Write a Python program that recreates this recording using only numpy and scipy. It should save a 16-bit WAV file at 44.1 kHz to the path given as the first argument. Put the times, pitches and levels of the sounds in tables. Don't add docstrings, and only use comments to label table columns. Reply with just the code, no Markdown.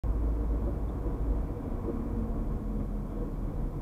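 import sys
import numpy as np
from scipy import signal
from scipy.fft import rfft, irfft, next_fast_len
from scipy.io import wavfile

SR = 44100
rng = np.random.default_rng(int(sys.argv[2]) if len(sys.argv) > 2 else 0)


def dump_mix(stems):
    frames = np.atleast_2d(stems).T
    limited = np.clip(frames, -1, 1)
    pcm = np.round(limited * 32767).astype(np.int16)
    wavfile.write(sys.argv[1], SR, pcm)


def nominal_scale(level):
    x = np.asarray(level, float) / 20
    return 10 ** x


N = 168021

# (frequency [Hz], density [dB per Hz])
HISS_SPECTRUM = [(500, 1), (4000, 2.5), (9000, 1.5), (14500, 2.5), (15100, -1), (15800, -6.5)]
# (time [s], level [dB])
ROAD_VIGOUR = [(0, -49.5), (.35, -49), (.7, -49.5), (1.0, -50), (1.35, -49.5), (1.6, -50), (2.05, -49.5),
               (2.35, -50), (2.7, -52.5), (3.1, -51.5), (3.45, -51.5), (3.8, -52.5)]
# (frequency [Hz], density [dB per Hz])
RUMBLE_SPECTRUM = [(4, -20), (20, -11), (40, -1.5), (70, -3), (110, -5.5), (170, -11), (300, -10),
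                   (420, -20)]
# (frequency [Hz], density [dB per Hz])
ROAR_SPECTRUM = [(420, 2), (600, 0.5), (900, -6.5), (1200, -9.5), (1700, -20), (2400, -28.5), (2900, -36),
                 (6000, -53)]
# (frequency [Hz], width [Hz], level at mean vigour [dB], share of vigour swing [dB/dB])
CABIN_MODES = [(35.1, 10, -39.5, 0.2), (92, 18.5, -53, -1.5), (140.8, 23.2, -48.5, -2.5),
               (224.4, 30, -52, 1), (283.4, 26.2, -47, 1.5), (332.8, 36, -56, 1.0),
               (462.4, 18.5, -52.5, 1.0), (484, 15.5, -53.5, .8), (574, 19, -70, -1), (680.6, 69, -61, 1.0),
               (973, 68, -60.5, 1.0), (1085, 38, -62, 1.0), (2270, 210, -76.5, 0), (3300, 400, -82, 0)]
# (time [s], peak level [dB], body pitch [Hz], panel pitch [Hz],
# panel level re body [dB])
SEAM_HITS = [
    (.66, -34, 348, 572, -7),
    (1.045, -35, 330, 480, -8),
    (1.87, -29.5, 347, 466, -4),
    (2.78, -32.5, 262, 480, -16),
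    (3.2, -42, 312, 484, 1),
    (1.31, -44, 300, 478, 4),
]
# (frequency [Hz], level re body [dB])
SHARED_SEAM_MODES = [(555, -12), (990, -24), (1220, -28)]
# (frequency [Hz], level [dB])
TRIM_MODES = [(3470, -63), (3560, -72), (3740, -69)]
# (time [s], pitch [Hz], level [dB])
WHINE_TRACK = [(1.72, 234.5, -44), (1.95, 229, -42), (2.2, 223.5, -40), (2.45, 220, -42.5),
               (2.7, 212, -41.5), (2.95, 208.5, -41.5), (3.2, 206, -45.5), (3.5, 203, -48)]
# (time [s], pitch [Hz], level [dB])
ENGINE_TRACK = [(0, 55, -33.5), (.25, 53.83, -27.5), (.6, 54.25, -31.5), (.82, 53.8, -34.5),
                (1.1, 52.3, -35), (1.38, 52.34, -29), (1.55, 48.6, -45.5), (1.9, 46.8, -48),
                (2.13, 49.65, -35.5), (2.31, 47.4, -39), (2.5, 46, -35.5), (2.72, 43.7, -36.5),
                (2.95, 41.8, -34), (3.25, 39.33, -46), (3.45, 37.47, -40), (3.6, 35.67, -39),
                (3.8, 38.1, -39.5)]


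def rms_one(x):
    return x / np.sqrt(np.mean(x ** 2) + 1e-20)


def in_time(rows):
    time_s, *columns = np.transpose(rows)
    return [np.interp(np.arange(N) / SR, time_s, column) for column in columns]


def drift(rate_hz):
    r = np.exp(-2 * np.pi * rate_hz * 40 / SR)
    noise = rng.standard_normal(N // 40 + 2002)
    slow = signal.lfilter([1], [1, -2 * r, r * r], noise)[2000:]
    slow = rms_one(slow - slow.mean())
    return np.interp(np.arange(N) / 40, np.arange(len(slow)), slow)


def coloured(spectrum):
    size = next_fast_len(N)
    hz, db = np.transpose(spectrum)
    bin_hz = np.maximum(np.arange(size // 2 + 1) * SR / size, 1)
    gain = nominal_scale(np.interp(np.log(bin_hz), np.log(hz), db))
    return irfft(rfft(rng.standard_normal(size)) * gain, size)[:N]


def resonate(x, hz, width_hz):
    r = np.exp(-np.pi * max(width_hz, 1) / SR)
    zeros = [(1 - r * r) / 2, 0, (r * r - 1) / 2]
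    poles = [1, -2 * r * np.cos(2 * np.pi * hz / SR), r * r]
    return signal.lfilter(zeros, poles, x)


def tone(hz, db, wobble_db, wander):
    wavering_hz = hz * (1 + wander * drift(6.8))
    phase = 2 * np.pi * np.cumsum(wavering_hz) / SR
    return np.sqrt(2) * nominal_scale(db + wobble_db * drift(7)) * np.sin(phase)


def knock(start_s, db, hz, rise_s, hold_s, t60_s):
    t = np.maximum(np.arange(N) / SR - start_s, 0)
    fall_db = 60 * np.maximum(t - rise_s - hold_s, 0) / t60_s
    rise = np.sin(np.pi / 2 * np.minimum(t / rise_s, 1)) ** 2
    return nominal_scale(db - fall_db) * rise * np.sin(2 * np.pi * hz * t)


def hiss():
    hiss_db = -70
    return nominal_scale(hiss_db) * rms_one(coloured(HISS_SPECTRUM))


def whistle(t):
    whistle_hz, rms_db = 13598.5, -98
    return nominal_scale(rms_db + 3) * np.sin(2 * np.pi * whistle_hz * t)


def seam_swell_db():
    lift_db, width_s, lag_s, loudest_db = 1.5, .046, .02, -29.5
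    t = np.arange(N) / SR
    swell_db = np.zeros(N)
    for s, db, *_ in SEAM_HITS:
        swell_db += lift_db * nominal_scale(db - loudest_db) * np.exp(-((t - s - lag_s) / width_s) ** 2)
    return swell_db


def rolling(vigour_db, grain_db):
    over_vigour_db = 13.5
    joint_db = RUMBLE_SPECTRUM[-1][1]
    spectrum = RUMBLE_SPECTRUM[:-1] + [(hz, db + joint_db) for hz, db in ROAR_SPECTRUM]
    return nominal_scale(vigour_db + over_vigour_db + grain_db) * rms_one(coloured(spectrum))


def cabin(vigour_db, grain_db):
    patch_db = 1.0
    swing_db = vigour_db - vigour_db.mean()
    out = np.zeros(N)
    for hz, width_hz, db, share in CABIN_MODES:
        pole_width_hz = 1.39 * width_hz
        shake = rng.standard_normal(N + SR)
        once = resonate(shake, hz, pole_width_hz)
        ringing = resonate(once, hz, pole_width_hz)[SR:]
        level_db = db + share * swing_db + grain_db + patch_db * drift(4.2)
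        out += nominal_scale(level_db) * rms_one(ringing)
    return out


def road():
    vigour_db, = in_time(ROAD_VIGOUR)
    grain_db = .6 * drift(9) + seam_swell_db()
    return rolling(vigour_db, grain_db) + cabin(vigour_db, grain_db)


def seams():
    rise_s, hold_s, t60_s, scatter_s = .014, .018, .05, .004
    out = np.zeros(N)
    for s, db, body_hz, panel_hz, panel_db in SEAM_HITS:
        modes = [(body_hz, 0), (panel_hz, panel_db)] + SHARED_SEAM_MODES
        for hz, mode_db in modes:
            start_s = s + rng.uniform(0, scatter_s)
            out += knock(start_s, db + mode_db, hz, rise_s, hold_s, t60_s)
    return out


def tick():
    start_s, rise_s, hold_s, t60_s = .886, .002, .002, .05
    return sum(knock(start_s, db, hz, rise_s, hold_s, t60_s) for hz, db in TRIM_MODES)


def whine():
    fade_s, wobble_db, wander = .08, 1.2, .0015
    t = np.arange(N) / SR
    inside_s = np.minimum(t - WHINE_TRACK[0][0], WHINE_TRACK[-1][0] - t)
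    on = np.clip(inside_s / fade_s + 1, 0, 1)
    return on * tone(*in_time(WHINE_TRACK), wobble_db, wander)


def engine():
    return tone(*in_time(ENGINE_TRACK), wobble_db=1.0, wander=.003)


def scene():
    return (road() + seams() + tick() + whine() + engine())[None]


def low_pass(x):
    return signal.sosfilt(signal.butter(12, 16330, fs=SR, output="sos"), x)


def record(dry):
    start_s, fade_s, step_db, step_decay_s, cutoff_hz = .0362, .001, -38, .0003, 15830
    t = np.arange(N) / SR - start_s
    x = dry + hiss() + whistle(t)
    step = nominal_scale(step_db) * np.exp(-np.maximum(t, 0) / step_decay_s)
    x = (t >= 0) * (x * np.clip(t / fade_s, 0, 1) + step)
    lowpass = signal.ellip(14, .5, 70, cutoff_hz, fs=SR, output="sos")
    mix = signal.sosfilt(lowpass, x)
    return low_pass(mix)


dry = scene()
out = record(dry)
dump_mix(out)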